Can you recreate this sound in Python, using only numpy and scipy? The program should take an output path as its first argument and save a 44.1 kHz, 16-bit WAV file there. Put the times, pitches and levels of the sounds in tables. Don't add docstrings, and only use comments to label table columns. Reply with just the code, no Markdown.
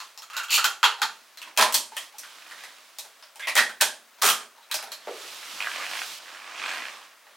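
import sys
import numpy as np
from scipy import signal
from scipy.fft import rfft, irfft, next_fast_len
from scipy.io import wavfile
from scipy.ndimage import uniform_filter1d, minimum_filter1d, map_coordinates

SR = 44100
rng = np.random.default_rng(int(sys.argv[2]) if len(sys.argv) > 2 else 0)


def store_pcm(level_fs):
    pcm = np.round(np.clip(level_fs, -1, 1) * 32767).astype(np.int16)
    wavfile.write(sys.argv[1], SR, np.atleast_2d(pcm).T)


def volts_from_decibels(level):
    exponent = np.asarray(level, float) / 20
    return 10 ** exponent


N = 324822
SPAN = 2 ** 15

# frequency in Hz, side minus mid in dB.
STEREO_WIDTH = [(60, -19), (250, -20), (700, -17), (1500, -15), (3000, -11), (6000, -9), (15000, -11)]


def unit(x):
    return x / np.sqrt(np.mean(x ** 2) + 1e-20)


def along(points, hz):
    f, v = np.transpose(points)
    return np.interp(np.log(hz + 1), np.log(f + 1), v)


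def curves(rows):
    s, *columns = np.transpose(rows)
    t = np.arange(N) / SR
    return [np.interp(t, s, column, left=-120, right=-120) for column in columns]


def wobble(rate):
    knots = rng.standard_normal(int(N * rate / SR) + 4)
    return map_coordinates(knots, [np.arange(N) * rate / SR])


def filtered(x, response):
    m = next_fast_len(N + SR // 2)
    return irfft(rfft(x, m) * response(np.fft.rfftfreq(m, 1 / SR)), m)[..., :N]


def resonance(f, hz, width):
    return 1j * f * width / (hz * hz - f * f + 1j * f * width)


def body(f, modes, scatter_db=0):
    total = 0
    for k, (hz, width, db) in enumerate(modes):
        strength = volts_from_decibels(db + scatter_db * rng.standard_normal())
        total = total + (-1) ** k * strength * resonance(f, hz, width)
    return total


def spread(pair, lean_db):
    mid, side = pair
    return np.array([mid + side, mid - side]) * volts_from_decibels([[lean_db / 2], [-lean_db / 2]])


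def room(f, wet_db):
    # frequency in Hz, time to fade by 60 dB in seconds.
    fade_times = [(200, 0.58), (530, 0.36), (1400, 0.3), (3700, 0.28), (10000, .3), (16000, 0.14)]
    hz, t, z = signal.stft(rng.standard_normal((2, SPAN // 2)), SR, nperseg=256)
    fading = z * volts_from_decibels(-60 * t / along(fade_times, hz)[:, None])
    tail = signal.istft(fading, SR, nperseg=256)[1][:, :SPAN // 2]
    age = np.arange(tail.shape[1]) / SR
    near = 1.11 * volts_from_decibels(-60 * age / 0.11)
    far = 0.013 * volts_from_decibels(81 * age)
    tail = tail * np.clip(age / 0.011, 0, 1) * (1 + near + far)
    wet = rfft(volts_from_decibels(wet_db) * tail / np.linalg.norm(tail[0]), SPAN)
    return np.array([1 + wet[0], volts_from_decibels(along(STEREO_WIDTH, f) - 0.5) * wet[1]])


def struck(blow, chatter, colour, wet_db):
    f = np.fft.rfftfreq(SPAN, 1 / SR)
    direct = rfft(chatter, SPAN) * [f * 0 + 1, volts_from_decibels(along(STEREO_WIDTH, f))]
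    return irfft(colour(f) * (blow * room(f, wet_db) + direct), SPAN)[:, :SPAN // 2]


def echoed(x, wet_db):
    answer = irfft(room(np.fft.rfftfreq(SPAN, 1 / SR), wet_db), SPAN)[:, :SPAN // 2]
    return signal.fftconvolve(x[None], answer, axes=1)[:, :N]


def rush(spectrum, patchy_db, grain_db):
    rough = rng.standard_normal((2, N)) * volts_from_decibels(grain_db * wobble(300))
    z = signal.stft(rough, nperseg=512)[2]
    patches = uniform_filter1d(rng.standard_normal(z.shape[1:]), 6, 0)
    patches = unit(uniform_filter1d(patches, 10, 1))
    pair = signal.istft(z * volts_from_decibels(patchy_db * patches), nperseg=512)[1][:, :N]

    def tone(hz):
        return volts_from_decibels(along(spectrum, hz)) * [hz * 0 + 1, volts_from_decibels(along(STEREO_WIDTH, hz))]

    return 1.08 * unit(filtered(pair, tone))


def plastic():
    # frequency in Hz, width in Hz, level in dB.
    broad_walls = [(1074, 592, 5.5), (1313, 340, 9), (1960, 630, 0.5)]
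    cavity_and_table = [(96, 23, -18.5), (233, 30, -4.5), (390, 76, -4.5), (519, 205, -3), (622, 135, -3.5),
                        (800, 150, 4)]
    thin_lid_and_ribs = [(2500, 433, 2), (3217, 232, 10), (3900, 1190, 4.5)]
    hard_edges = [(5150, 2660, 10.5), (8500, 12200, 10), (10270, 2000, 9), (13600, 27000, -50.5)]
    case_rings = [(880, 120, 3), (1150, 80, -2), (1420, 70, -1), (2720, 130, 2), (3150, 120, 0),
                  (4200, 250, -2), (6900, 350, 0)]
    recorder_rings = [(624, 56, 8.5), (940, 82, -9), (1600, 50, -3), (1860, 22, -46), (2410, 450, -12.5),
                      (9100, 100, -41), (9400, 920, 2), (10200, 48, -14)]
    case_laid_s, case_put_aside_s = 1.0, 1.3
    out = np.zeros((2, N + SPAN))
    t = np.arange(SPAN // 32) / SR
    for s, db, knock_db, thin_db, edge_db, ring_hz in contacts():
        chatter = rng.standard_normal(len(t)) * volts_from_decibels(4.8 * rng.standard_normal(len(t)) - 60 * t / 0.036)
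        hollow = cavity_and_table[2 if s < case_laid_s else 0:]
        parts = [(broad_walls, 0), (hollow, knock_db + 10.5),
                 (thin_lid_and_ribs, thin_db - 2), (hard_edges, edge_db - 9.0)]
        ring_db = 14.0 - 0.67 * max(edge_db - thin_db + 11.5, 0)
        rings = case_rings if s < case_put_aside_s else recorder_rings
        rings = rings + [(ring_hz, ring_hz / 13, ring_db)]

        def colour(f):
            broad = sum(volts_from_decibels(d) * body(f, modes, scatter_db=2.0) for modes, d in parts)
            return broad * (1 + sum(volts_from_decibels(d) * resonance(f, hz, width) for hz, width, d in rings))

        sound = struck(1, 1.8 * chatter / np.linalg.norm(chatter), colour, wet_db=9)
        out[:, round(s * SR):][:, :SPAN // 2] += volts_from_decibels(db + 13.5) * sound
    return spread(out[:, :N], lean_db=-2.0)


def contacts():
    # time in seconds, peak in dB, hardness in dB, # hollow knock in dB, loudest ring in Hz.
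    clacks = [(0.0024, -32.5, -13, -24, 1060), (0.367, -23.5, -2, -15, 3870),
              (0.5763, -16, -15.5, -11, 1310), (0.643, -13, -3, -17, 1420), (0.83, -6.5, -39, -13, 943),
              (0.841, -13, -13, -8, 2930), (1.0177, -14, -12, -11.5, 900), (1.4167, -32, -8, -16, 2710),
              (1.575, -11, -6.5, -28, 650), (1.7429, -16, 8, -8, 4400), (1.9674, -23, -7, -27, 1880),
              (2.2342, -37.5, -21, -16, 1570), (2.511, -35, -28, -19, 1830),
              (2.6369, -35.5, -9, -4.5, 1960), (2.9855, -35.5, 7.5, -6, 3780),
              (3.3958, -32, -10, -12.5, 1635), (3.472, -20, -22, -26, 1970), (3.484, -22, -15, -20, 2380),
              (3.806, -26, -28, -14, 1770), (3.81, -9, -1, -7.5, 1600), (4.2169, -19.5, -19, -23, 1170),
              (4.221, -14, 0, -15, 1350), (4.7422, -22, 3.5, -5, 5030), (4.7889, -31.5, -19, -4, 1230)]
    # time in seconds, peak in dB, hardness in dB,
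    # loudest ring in Hz.
    ticks = [(0.176, -40, 0, 5300), (0.2204, -38, -2.5, 1290), (0.3003, -35, -14, 1290),
             (0.5058, -27.5, 7.5, 4800), (1.3732, -36.5, -3, 4150), (1.7244, -27, 7, 953),
             (2.1839, -39, 8, 5780), (2.2902, -55, -2, 1990), (3.2254, -39.5, -26, 5200),
             (4.6283, -52, -7, 3840), (4.7133, -22, -1, 4000), (4.9183, -30, 0.5, 4200)]
    thuds = [(0.6504, -25, -4, 800), (0.9874, -40, -18, 1240), (1.4734, -43, -18, 1040),
             (1.5654, -37.5, -5, 2540), (1.92, -40.5, -41, 900), (2.141, -49, -21, 854),
             (3.0494, -44.5, 1, 1110), (3.3578, -40.5, -1.5, 930), (3.5534, -23.5, 3.5, 1900),
             (4.23, -17.5, -21, 423), (3.6944, -36, -5, 1510), (4.1859, -45.5, -10, 980),
             (4.575, -50, -25, 940), (4.8266, -34, -2, 1340), (4.873, -39, -13, 574),
             (7.2684, -48, -31, 1860)]
    # start in seconds, length in seconds, peak in dB,
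    # hardness in dB, loudest ring in Hz.
    rattles = [
        (0.3338, 0.15, -31, -5, 1300),
        (0.518, 0.035, -24.5, 12.5, 2700),
        (0.576, 0.061, -32, -17, 1430),
        (1.5818, 0.044, -9.5, -13, 1020),
        (1.654, 0.035, -32, -25, 1110),
        (3.415, 0.031, -40, -22, 2080),
        (3.556, .03, -11, -10.5, 1870),
        (4.233, .03, -15, -1, 1120),
        (4.264, 0.037, -13, -0.5, 1200),
    ]
    rattle_shape = [-7, -2.5, 0, -3.5]
    blows = list(clacks)
    blows += [(s, db, hard_db, -22.5, hz) for s, db, hard_db, hz in ticks]
    blows += [(s, db, hard_db, -0.5, hz) for s, db, hard_db, hz in thuds]
    for start, length, db, hard_db, hz in rattles:
        hollow_db = 6.8 + 1.26 * db
        for k in range(4):
            peak_db = db + rattle_shape[k] - rng.standard_normal()
            blows.append((start + length * k / 3, peak_db, hard_db, hollow_db, hz))
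    return [(s, db, hollow_db, 1 + 0.16 * hard_db, hard_db, hz) for s, db, hard_db, hollow_db, hz in blows]


def slides():
    # start in seconds, end in seconds, level in dB, first squeak in Hz, second and weaker squeak in
    # Hz.
    drags = [
        (0.32, 0.453, -27.5, 1460, 2760),
        (0.49, 0.6, -17.5, 2690, 4500),
        (0.65, 0.757, -58, 800, 1460),
        (0.978, 1.01, -49, 3980, 900),
        (1.72, 1.76, -40.5, 8500, 4500),
        (3.403, 3.475, -30.5, 2110, 3380),
        (3.515, 3.583, -54, 2000, 9400),
        (4.691, 4.73, -38, 884, 2500),
    ]
    out = np.zeros(N)
    for start, end, db, first_hz, second_hz in drags:
        a, b = round(start * SR), round(end * SR)
        grains = rng.standard_normal(b - a) * volts_from_decibels(2.5 * wobble(250)[a:b])
        grit = np.zeros(N)
        grit[a:b] = unit(grains) * np.hanning(b - a) ** 0.45

        def squeak(f):
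            return resonance(f, first_hz, first_hz / 11) - .5 * resonance(f, second_hz, second_hz / 14) + 0.011

        out += volts_from_decibels(db + 12.0) * filtered(grit, squeak)
    return spread(echoed(out, wet_db=-3), lean_db=-1.5)


def seat():
    # frequency in Hz, width in Hz, level in dB.
    upper_joint = [(1100, 220, -8), (1620, 150, -3), (2100, 180, -2), (2470, 260, 7), (3300, 300, -3),
                   (4200, 200, -5)]
    lower_joint = [(640, 130, -1), (1080, 200, 1), (1620, 170, 7), (2030, 150, 2), (3100, 300, -10)]
    # first slip in seconds, last slip in seconds, gap in seconds, peak in dB,
    # share in the lower joint from 0 to 1.
    creaks = [(2.3845, 2.465, .04, -35, .7), (2.5795, 2.638, .029, -35, .7), (5.4286, 5.43, .03, -34, .5),
              (5.6042, 5.636, .0098, -21, .45), (5.6444, 5.675, .009, -21, .9),
              (5.7154, 5.72, .02, -22, .4), (5.7364, 5.79, .0116, -23, .65),
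              (5.8002, 5.868, .0111, -24, .55), (5.9135, 5.995, .0195, -22, .3),
              (6.0172, 6.02, .02, -19, .4), (6.2587, 6.33, .011, -37, .9), (6.3475, 6.52, .0245, -34, .6),
              (6.5574, 6.56, .02, -31, .3), (6.5774, 6.682, .0205, -23, .4),
              (6.6917, 6.735, .0108, -23, .5), (6.7594, 6.79, .013, -24, .65),
              (6.8044, 6.89, .0162, -24, .65)]
    jitter, scatter_db = .07, 1.3
    patter_db, patter_fade_s, shudder_s = -23.5, 0.028, .014
    slips, strain = np.zeros((2, N)), np.zeros((2, N))
    t = np.arange(N) / SR
    for first, last, gap, db, low in creaks:
        times = np.arange(first, last, gap)
        share = np.sqrt([[low], [1 - low]])
        late, *size = rng.standard_normal((len(times), 3)).T
        times_late = times + jitter * gap * late * (times > first)
        slips[:, (times_late * SR).astype(int)] += share * volts_from_decibels(db + 23.5 + scatter_db * np.array(size))
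        fade_db = 20 * np.clip(t - last, 0, 1) / patter_fade_s
        strain += share * (t > first) * volts_from_decibels(db + patter_db - fade_db)
    dying = volts_from_decibels(-60 * t[None, :1000] / shudder_s)
    shudder = signal.fftconvolve(slips, dying, axes=1)[:, :N] * rng.standard_normal((2, N))
    slips = .6 * slips + .15 * shudder
    tiny_slips = (rng.random(N) < 300 / SR) * rng.standard_normal(N)
    patter = unit(tiny_slips * volts_from_decibels(2.7 * wobble(48)))

    def joints(f):
        return np.array([body(f, lower_joint), body(f, upper_joint)]) + .007

    creak = filtered(slips + strain * patter, joints).sum(axis=0)
    return spread(echoed(creak, wet_db=-6), lean_db=-2.4)


def heel():
    # time in seconds, level in dB.
    steps = [
        (5.072, -30),
        (5.235, -51),
        (5.29, -63),
    ]
    # frequency in Hz, width in Hz, level in dB.
    boards = [(222, 42, -15), (370, 43, 9), (480, 87, 8), (644, 126, 5.5), (900, 200, -4), (1170, 100, -5),
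              (2000, 720, -13)]
    out = np.zeros((2, N + SPAN))
    for s, db in steps:
        thump = struck(1, [0.], lambda f: body(f, boards), wet_db=6)
        out[:, round(s * SR):][:, :SPAN // 2] += volts_from_decibels(db + 36.5) * thump
    return spread(out[:, :N], lean_db=-1.0)


def cloth():
    # frequency in Hz, level in dB per Hz.
    rub_tone = [(180, -16), (300, -6), (377, -10), (460, -6), (656, -2.5), (1140, 2.5), (3180, -3.5),
                (9000, -17.5), (11700, -46), (19800, -120)]
    swish_tone = [(1500, -17), (3000, -3.5), (5000, -6), (8000, -12), (12000, -16), (16000, -22.5)]
    weight_tone = [(25, -28), (80, -44), (200, -5), (330, -4), (600, -47)]
    rub, swish, weight = motion()
    stir = volts_from_decibels(.7 * wobble(12))
    rub = rub * stir * volts_from_decibels(.8) * rush(rub_tone, patchy_db=1.2, grain_db=1.5)
    swish = swish * stir * volts_from_decibels(-1.5) * rush(swish_tone, patchy_db=.7, grain_db=.8)
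    weight = weight * rush(weight_tone, patchy_db=3.5, grain_db=2)
    return spread(rub + swish + weight, lean_db=-2.5)


def motion():
    # start in seconds, peak in seconds, end in seconds, effort in dB,
    # sliding speed in dB.
    arm_moves = [
        (0.0, 0.03, 0.17, -62.5, 9.5),
        (1.05, 1.122, 1.45, -62, 5),
        (1.4, 1.48, 1.56, -50.5, -9),
        (1.914, 2.026, 2.1, -54.5, 8),
        (2.096, 2.24, 3.3, -56, 3),
        (2.374, 2.616, 2.91, -57, -3.5),
        (4.378, 4.414, 4.48, -48.5, -8),
    ]
    # time in seconds, effort in dB, sliding speed in dB.
    turning = [
        (4.9, -61, -8),
        (5.16, -51, 3),
        (5.32, -50, 5.5),
        (5.56, -48, 3.5),
        (5.7, -44, 1.5),
        (5.8, -40.5, -4.5),
        (5.98, -43, 4),
        (6.13, -50.5, 9),
        (6.19, -52.5, 6),
    ]
    # time in seconds, effort in dB, sliding speed in dB.
    settling = [
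        (6.19, -51, -1),
        (6.41, -50, -5),
        (6.55, -44.5, -14),
        (6.7, -38.5, -9),
        (6.76, -41, -5),
        (7.05, -53.5, -5),
        (7.18, -66, -12),
        (7.37, -64, -15),
    ]
    moves = [turning, settling]
    for start, peak, end, db, speed in arm_moves:
        moves.append([(start, db - 13.5, speed), (peak, db, speed), (end, db - 13.5, speed)])
    gains = 0
    for rows in moves:
        effort, speed = curves(rows)
        weight_db = -64 + 0.93 * (effort + 43.5)
        gains = gains + volts_from_decibels([effort, effort + speed, weight_db])
    return gains


def hush():
    # frequency in Hz, level in dB per Hz.
    hush_tone = [(15, -78), (25, -32), (217, -10), (463, -5), (659, 1.5), (734, -4.5), (1100, 0),
                 (5280, -9), (14800, -16.5), (16000, -13)]
    steady = rush(hush_tone, patchy_db=.6, grain_db=1)
    return spread(volts_from_decibels(-59.0) * steady, lean_db=.5)


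def scene():
    return plastic() + slides() + seat() + heel() + cloth() + hush()


def top_cut(x):
    return signal.sosfilt(signal.butter(12, 16950, fs=SR, output="sos"), x)


def record(dry):
    bass_hz, top_hz = 520, 16000
    x = filtered(dry, lambda hz: 1j * hz / (bass_hz + 1j * hz) * (hz < top_hz))
    need = np.minimum(1, volts_from_decibels(-2.5) / (np.abs(x).max(axis=0) + 1e-9))
    gain = uniform_filter1d(minimum_filter1d(need, size=441), size=221)
    return top_cut(x * gain)


dry = scene()
out = record(dry)
store_pcm(out)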